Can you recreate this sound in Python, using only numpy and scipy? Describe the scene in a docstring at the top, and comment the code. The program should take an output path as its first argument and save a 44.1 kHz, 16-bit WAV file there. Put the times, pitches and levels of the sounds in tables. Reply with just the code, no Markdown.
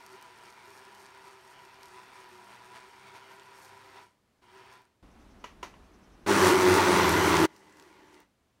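"""In a kitchen, a countertop blender chops two batches of meat. The playback volume is low for the first,
jumps up in the pause (room rumble, two trains of faint chirr, button clicks) and drops as the second runs.
Churning food is noise ringing the jug's resonances; shaft and mains lines are sines humming under it.
Food scraps tick as short noise bursts; the buttons are a blow and rattle ringing a plastic housing."""
import sys
import numpy as np
from scipy import signal
from scipy.fft import rfft, irfft
from scipy.io import wavfile
from scipy.ndimage import uniform_filter1d

SR = 44100
rng = np.random.default_rng(int(sys.argv[2]) if len(sys.argv) > 2 else 0)


def file_out(sig):
    """Save sig as 16-bit WAV at sys.argv[1]."""
    # one column per channel
    cols = np.atleast_2d(sig).T
    # limit, then scale
    lim = np.clip(cols, -1, 1)
    pcm = np.round(lim * 32767).astype(np.int16)
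    wavfile.write(sys.argv[1], SR, pcm)


N = 379260

# span of high playback volume: start t/s, end t/s
VOLUME_UP_S, VOLUME_DOWN_S = 5.027, 7.46
VOLUME_FADE_S = 0.012


def undb(db):
    """Level law: amplitude ratio of a level in dB."""
    return 10 ** (np.asarray(db) / 20)


def unit(x):
    """Normalisation of power: scale to rms 1."""
    return x / np.sqrt(np.mean(x ** 2))


def walk(rate):
    """Band-limited random fluctuation: steps drawn at a rate in Hz, averaged twice, with spread 1."""
    steps = rng.standard_normal(int(N / SR * rate) + 3)
    held = np.repeat(steps, 16)
    smooth = uniform_filter1d(uniform_filter1d(held, 16), 16)
    return np.interp(np.arange(N) * (16 * rate / SR), np.arange(len(smooth)), unit(smooth))


def colour(x, points, peaks=()):
    """Minimum-phase filtering: a causal response through (f/Hz, level/dB) points with resonances added."""
    hz = np.fft.rfftfreq(8192, 1 / SR) + 1
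    db = np.interp(np.log(hz), np.log([p[0] for p in points]), [p[1] for p in points])
    for centre, width, lift_db in peaks:
        db += lift_db / (1 + (2 * (hz - centre) / width) ** 2)
    # folding the cepstrum onto positive times makes the response causal
    cepstrum = irfft(np.log(undb(db)))
    cepstrum[1:4096] *= 2
    cepstrum[4097:] = 0
    response = irfft(np.exp(rfft(cepstrum)))
    return signal.oaconvolve(x, response)[:len(x)]


def band(x, lo_hz, hi_hz):
    """Band-pass filtering with a maximally flat (Butterworth) response."""
    edges = [lo_hz, min(hi_hz, .45 * SR)]
    return signal.sosfilt(signal.butter(3, edges, "band", fs=SR, output="sos"), x)


def add(out, s, sound, db):
    """Superposition: add a sound at a time in s, its peak scaled to a level in dB."""
    i = int(s * SR)
    scaled = sound * undb(db) / np.abs(sound).max()
    out[i:i + len(sound)] += scaled[:N - i]


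def motor(t, runs):
    """Torque balance: speed sags under load and when coasting; levels start, swell with slumps and wander."""
    # shaft speed, sagging as food loads the blades: t/s, f/Hz
    speed = [(0, 130.7), (.3, 120.3), (.57, 121.4), (.9, 132.8), (1.35, 129.8), (1.55, 135.4), (2, 124.7),
             (2.14, 130.1), (2.52, 118.4), (3, 130), (3.95, 131.8), (4.43, 112), (4.55, 126.8),
             (4.8, 126.7), (6.26, 101.2), (6.37, 100.2), (6.45, 92.9), (6.75, 92.18), (7, 87.1),
             (7.1, 81.1), (7.22, 85.2), (7.5, 79), (8.2, 74.86)]
    # food slumping onto the blades: t/s, half length/s, change of roar, boom and treble level/dB
    slumps = [(.14, 0.039, 2, 6, 3), (.46, .04, 2.5, 4, 1), (.7, 0.048, 1, 6, 2), (1, 0.05, 1, 0, 5),
              (1.27, 0.026, 2.5, 1, 2), (1.65, 0.04, 1, 5, 1), (1.85, 0.042, 1, 0, 3),
              (1.97, 0.066, 1.5, 4, 0), (2.183, 0.031, 1.5, -2, 1.5), (2.33, 0.027, 1, 6, 0.5),
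              (2.53, 0.039, 3, -2, 0.5), (2.763, 0.023, 5, -1, 2), (3.082, .03, 4, 0.1, -0.5),
              (3.159, 0.023, 6, 0, 1.5), (3.32, .03, 3, -3, 1.5), (3.42, .03, 0.5, 0, -1.5),
              (3.62, .07, 1.3, -6, 5.5), (3.978, .03, 4.5, 5, -2), (4.557, 0.034, 1, 6, 0),
              (4.731, 0.034, 0, -8, 3), (6.47, 0.051, 2.5, -2, 0.5), (6.559, 0.034, -1.5, 6, -1.5),
              (6.694, .04, 0.8, 3, 2), (6.776, 0.031, 2, -5, 0), (6.93, 0.027, 0.5, 2.5, -0.5),
              (7.09, 0.056, 0.5, 5.5, 1.5), (7.44, .04, -0.4, 7, 2), (7.57, .05, 0.4, 2, 4.5),
              (7.803, 0.048, 1.5, -6, 2.5), (7.88, 0.029, 0.5, 9, 0), (8.139, 0.025, 1, 6, 2)]
    start_db, coast_sag_per_s = -5.5, .7  # level as the switch closes; rate of exponential speed loss
    volume_drop_db = -36
    run_starts = [r[0] - .014 for r in runs]
    run_index = np.maximum(np.searchsorted(run_starts, t) - 1, 0)
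    on, off, start, coast, roar, boom, treble, drift = np.array(runs)[run_index].T

    coasting = np.maximum(t - off, 0)
    hz = np.interp(t, *np.transpose(speed)) * np.exp(-coast_sag_per_s * coasting)
    swell = sum(np.outer(db, np.exp(-((t - s) / half) ** 2)) for s, half, *db in slumps)
    fade_s = [VOLUME_DOWN_S - VOLUME_FADE_S / 2, VOLUME_DOWN_S + VOLUME_FADE_S]
    volume_db = np.interp(t, fade_s, [0, volume_drop_db])

    start_up_db = start_db * np.clip(1 - (t - on) / start, 0, 1)
    roar_db = roar + start_up_db + coast * coasting + volume_db + swell[0] + 0.55 * walk(9)
    # the sound rises from silence in the 13 ms before the switch-on time
    gain = undb(roar_db) * np.clip(1 + (t - on) / 0.013, 0, 1) ** 0.53
    boom_db = boom + swell[1] + 1.4 * walk(11)
    treble_db = treble + drift * (t - on) + swell[2] + 0.49 * walk(8)
    running = (t > on) & (t < off)
    return hz, gain, boom_db, treble_db, running


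def shaft_hum(hz, turns, shaft, boom_db, in_boom):
    """Unbalanced rotation: sines on multiples of the shaft speed, lifted as they glide through resonances."""
    # resonances of the housing: f/Hz, width/Hz, lift/dB
    housing = [(187.27, 30, 6), (374, 30, 7), (305, 20, 5.5)]
    hum = 0
    for (multiple, db), near in zip(shaft, in_boom):
        lift_db = sum(lift / (1 + (2 * (multiple * hz - centre) / width) ** 2)
                      for centre, width, lift in housing)
        # lines near the jug's boom follow its level
        follow_db = near * 0.75 * (boom_db + 2.5)
        line_db = db + 2.6 * walk(12) + follow_db + lift_db - 3
        hum = hum + undb(line_db) * np.sin(2 * np.pi * multiple * turns)
    return hum


def mains_hum(t, mains_db):
    """Magnetic forcing: the field winding buzzes at twice the mains frequency and its multiples."""
    # mains lines: f/Hz, level relative to mains_db/dB
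    mains_lines = [(100, -2.5), (200, 0), (300, -9), (400, -4.5)]
    return sum(undb(mains_db + db + 3.8 * walk(8)) * np.sin(2 * np.pi * f * t) for f, db in mains_lines)


def blender(runs, roar, jug, shaft, grain_db, knock_db, mains_db, throb, patchy_db=1.58):
    """Forced resonance: churning food and a knock on every turn ring the jug over shaft and mains hum."""
    t = np.arange(N) / SR
    hz, gain, boom_db, treble_db, on = motor(t, runs)
    turns = np.cumsum(hz * (1 + .006 * walk(25))) / SR
    churn = rng.standard_normal(N) * (1 + throb * np.cos(2 * np.pi * turns))
    # the coupling knocks once a turn, randomly harder or softer
    knocks = unit(np.diff(np.floor(turns), prepend=0) * undb(2.0 * walk(30)))
    body = colour(churn + undb(knock_db) * knocks, roar, jug)
    body /= np.std(band(body, 500, 3000))

    boom_hz, width = jug[0][0], 1.5 * jug[0][1]
    boom = band(body, boom_hz - width, boom_hz + width)
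    treble = band(body, 3500, 17000)
    body = body - boom - treble

    # drops of all sizes reach the wall in uneven clumps, so the treble crackles and flickers
    mean_treble_db = treble_db[on].mean()
    clumps = np.repeat(rng.exponential(size=N // 24 + 1), 24)[:N]
    drops = undb(np.maximum(grain_db + .08 * (treble_db - mean_treble_db), 0) * clumps)
    # the finest spray swells more than the rest as the treble rises
    spray = band(treble, 9500, 17000)
    burst_db = .5 * (treble_db - mean_treble_db) + 1.2 * walk(14)
    spatter = unit((treble + (undb(burst_db) - 1) * spray) * drops)
    spatter = spatter * undb(treble_db + 0.96 * walk(30))

    in_boom = [abs(multiple * hz[on].mean() - boom_hz) < width for multiple, _ in shaft]
    lines = shaft_hum(hz, turns, shaft, boom_db, in_boom)
    # each part of the jug wall is hit in its own uneven rhythm
    for lo_hz in (1100, 1500, 2000, 2700):
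        body = body + (undb(patchy_db * walk(18)) - 1) * band(body, lo_hz, 1.28 * lo_hz)
    body = body * undb(0.33 * walk(14))
    boom = unit(boom) * undb(boom_db - 2.5)
    return (body + boom + spatter + lines + mains_hum(t, mains_db)) * gain


def chirr(t, up):
    """Amplitude modulation: noise near 5.7 kHz pulses in two trains that swell and fade."""
    # pulse trains: middle pulse t/s, half length/s, level/dB
    trains = [(5.315, .28, -75), (6.043, .22, -73.5)]
    period_s = .097
    swell = 0
    for s, half, db in trains:
        to_pulse = ((t - s) / period_s + .5) % 1 * period_s - period_s / 2
        swell = swell + undb(db) * np.exp(-(to_pulse / .022) ** 2 - ((t - s) / half) ** 4)
    return up * swell * unit(band(rng.standard_normal(N), 5200, 6340))


def kitchen():
    """Stationary coloured noise: the room, louder and deeper while the volume is up, with a faint chirr."""
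    # room spectra with the volume low and high: f/Hz, relative level per Hz/dB
    room_low = [(18, -32), (30, -11), (70, -3.5), (134, -4), (165, -10.5), (184, -4.5), (760, -15.5),
                (889, -15), (8740, -30.5), (16000, -38)]
    room_high = [(12, -46.5), (20, -8.5), (48, 1.5), (134, -13.5), (193, -5.5), (347, -10), (513, -17),
                 (1000, -17.5), (1710, -23.5), (3500, -31), (6600, -38), (10000, -41), (16000, -50.5)]
    low_db, high_db = -72, -56
    t = np.arange(N) / SR
    up = (t > VOLUME_UP_S) & (t < VOLUME_DOWN_S)
    low = unit(colour(rng.standard_normal(N), room_low)) * undb(low_db + .6 * walk(5.2))
    high = unit(colour(rng.standard_normal(N), room_high)) * undb(high_db + 0.51 * walk(12))
    return np.where(up, high, low) + chirr(t, up)


def scraps():
    """Impact: each hard scrap hitting the jug wall is a short broadband tick of its own brightness."""
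    # scraps: t/s, peak level before a common 1 dB cut/dB, treble level before a common 4 dB lift/dB
    hits = [(0.064, -35, -9), (0.2124, -48, -4), (0.2251, -39.5, -10), (0.9199, -57, -14),
            (1.1478, -48, -16), (1.8083, -51, -15), (3.0312, -56, -11), (3.397, -43.5, -26),
            (4.7269, -47, -22), (4.819, -56, -7), (6.4717, -14, -24), (6.7408, -15.5, -21),
            (7.0933, -15.5, 0), (7.369, -15, -17), (7.5634, -44.5, -15), (7.6966, -52, -17),
            (7.7255, -48, -21), (7.7707, -48, -17), (7.7978, -40, -19), (7.8248, -44, -11),
            (8.1299, -52, -15), (8.1436, -46, -20), (8.2025, -47, -5)]
    out, t = np.zeros(N), np.arange(int(.02 * SR)) / SR
    for s, db, treble_db in hits:
        tick = rng.standard_normal(len(t)) * undb(-60 * t / 0.0079)
        low = band(tick, 900, 3000)
        mid = band(tick, 3000, 8000)
        high = band(tick, 8000, 16000)
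        add(out, s, undb(-0.5) * low + mid + undb(treble_db + 4.0) * high, db - 1.0)
    return out


def buttons():
    """Impulse response: a blow and a few ms of rattle ring the plastic housing; the kitchen reverberates."""
    # button clicks: t/s, peak level before a common 4.5 dB lift/dB, treble level before a 5.5 dB lift/dB
    clicks = [(5.443, -33.5, -15.5), (5.631, -28.5, -13.5), (5.74, -50, -19)]
    # spectrum of a click: f/Hz, relative level per Hz/dB
    clack_points = [(120, -40), (250, -18.5), (700, -16), (2000, -17.5), (3700, -23.5), (7500, -39),
                    (16000, -47)]
    # resonances of the housing: f/Hz, width/Hz, lift/dB
    button_peaks = [(353, 65, 14), (1011, 160, 19.5), (1340, 52, 8), (1650, 24, 14), (1980, 73, 10),
                    (2420, 120, 4), (2910, 400, 15.5), (4470, 300, 5), (5860, 480, 13), (6640, 500, 10),
                    (9450, 500, 3)]
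    blow_s = .0035  # time of the blow within each click
    # the walls blur the housing's ring
    blurred_peaks = [(hz, 2 * width, .5 * lift) for hz, width, lift in button_peaks]
    out, t = np.zeros(N), np.arange(int(.3 * SR)) / SR
    for s, db, treble_db in clicks:
        noise = rng.standard_normal((2, len(t)))
        rattle = noise[0] * (t / 0.0025) * np.exp(-t / 0.0038)
        blow = 1.66 * np.exp(-((t - blow_s) / 0.00011) ** 2) + rattle
        tail = noise[1] * (1 - np.exp(-t / 0.0059)) * undb(-60 * t / 0.26)
        clack = colour(blow, clack_points, button_peaks) + 0.45 * colour(tail, clack_points, blurred_peaks)
        high = band(clack, 3500, 17000)
        add(out, s - blow_s, unit(clack - high) + undb(treble_db + 5.5) * unit(high), db + 4.5)
    return out


def scene():
    """Superposition of both batches, the room, the scraps and the buttons."""
    # motor runs: on t/s, off t/s, start-up/s, coasting/(dB/s), nominal roar, boom and treble level/dB,
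    # treble drift/(dB/s)
    first_runs = [(-.1, 4.03, .05, -190, -55, -8.5, -9.5, -0.15),
                  (4.43, 4.76, 0.13, -140, -57, -4.5, -12, 1)]
    second_runs = [(6.275, 8.215, 0.028, -330, -24, -2.2, -11.5, 0.87)]
    # colour of the roar: f/Hz, relative level per Hz/dB
    roar_first = [(29, -50), (50, -31), (122, -20), (163, -17), (189, -17), (291, -13.5), (380, -9.5),
                  (586, -16.5), (973, -2), (1100, -9.5), (1400, -6.5), (8540, -28), (16000, -38.5)]
    roar_second = [(29, -61), (50, -41.5), (87, -20), (131, -16), (189, -11), (234, -16.5), (362, 2),
                   (483, -13.5), (765, -16.5), (905, -9.5), (3580, -25), (9180, -32), (16000, -41.5)]
    # resonances of jug and housing, the boom first: f/Hz, width/Hz, lift/dB
    jug_first = [(380.3, 41, 7.5), (952, 46, 5.5), (994, 33, 6.5), (800, 79, 2), (661, 20, 9.5),
                 (590, 50, 1), (1350, 67, 1.5), (1413, 50, 2), (1540, 120, -2), (2380, 190, 3),
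                 (1960, 150, 1), (4560, 71, 6.5), (5510, 130, 6), (7640, 360, -7.5), (8730, 1900, 5),
                 (11500, 900, 3.5), (10300, 540, -3)]
    jug_second = [(365, 70, 4.5), (876, 54, 4), (970, 67, 3), (1100, 45, -4.5), (1129, 40, 6.5),
                  (455.4, 50, -7), (225.3, 30, -10), (128.4, 30, -3), (1426, 40, 7.5), (1910, 73, 2.5),
                  (2026, 93, 6), (4380, 300, 1.5), (5920, 250, 5.5), (9380, 150, 7), (10500, 600, -5.5)]
    # shaft lines: multiple of the speed, nominal level relative to the roar/dB
    shaft_first = [(1, -15.5), (2, -24), (3, -7), (4, -17), (5, -24), (6, -14), (10, -28)]
    shaft_second = [(1, -10.5), (2, -11), (3, -17), (4, -3.5), (5, -21.5), (6, -16), (8, -22.5), (12, -12)]
    # shift of the second batch's colour once the volume is down: f/Hz, level/dB
    late_colour = [(60, -1.5), (150, -4), (220, 2.5), (330, -1.5), (470, 0.5), (900, 1.5), (1300, -3),
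                   (1900, 2.5), (2900, 2.5), (6000, 0), (16000, -1.5)]

    first = blender(first_runs, roar_first, jug_first, shaft_first,
                    grain_db=2.36, knock_db=-8.5, mains_db=-21, throb=0.022)
    second = blender(second_runs, roar_second, jug_second, shaft_second,
                     grain_db=1.0, knock_db=-7.5, mains_db=-16, throb=0.044)
    before_drop = np.arange(N) / SR < VOLUME_DOWN_S + VOLUME_FADE_S
    second = np.where(before_drop, second, colour(second, late_colour))
    return (first + second + kitchen() + scraps() + buttons())[None]


def record(dry):
    """Soft saturation rounds the loudest peaks; a steep elliptic low-pass cuts the top."""
    top_hz = 15780
    rounded = np.tanh(1.3 * dry) / 1.3
    return signal.sosfilt(signal.ellip(12, .2, 80, top_hz, fs=SR, output="sos"), rounded)


dry = scene()
out = record(dry)
file_out(out)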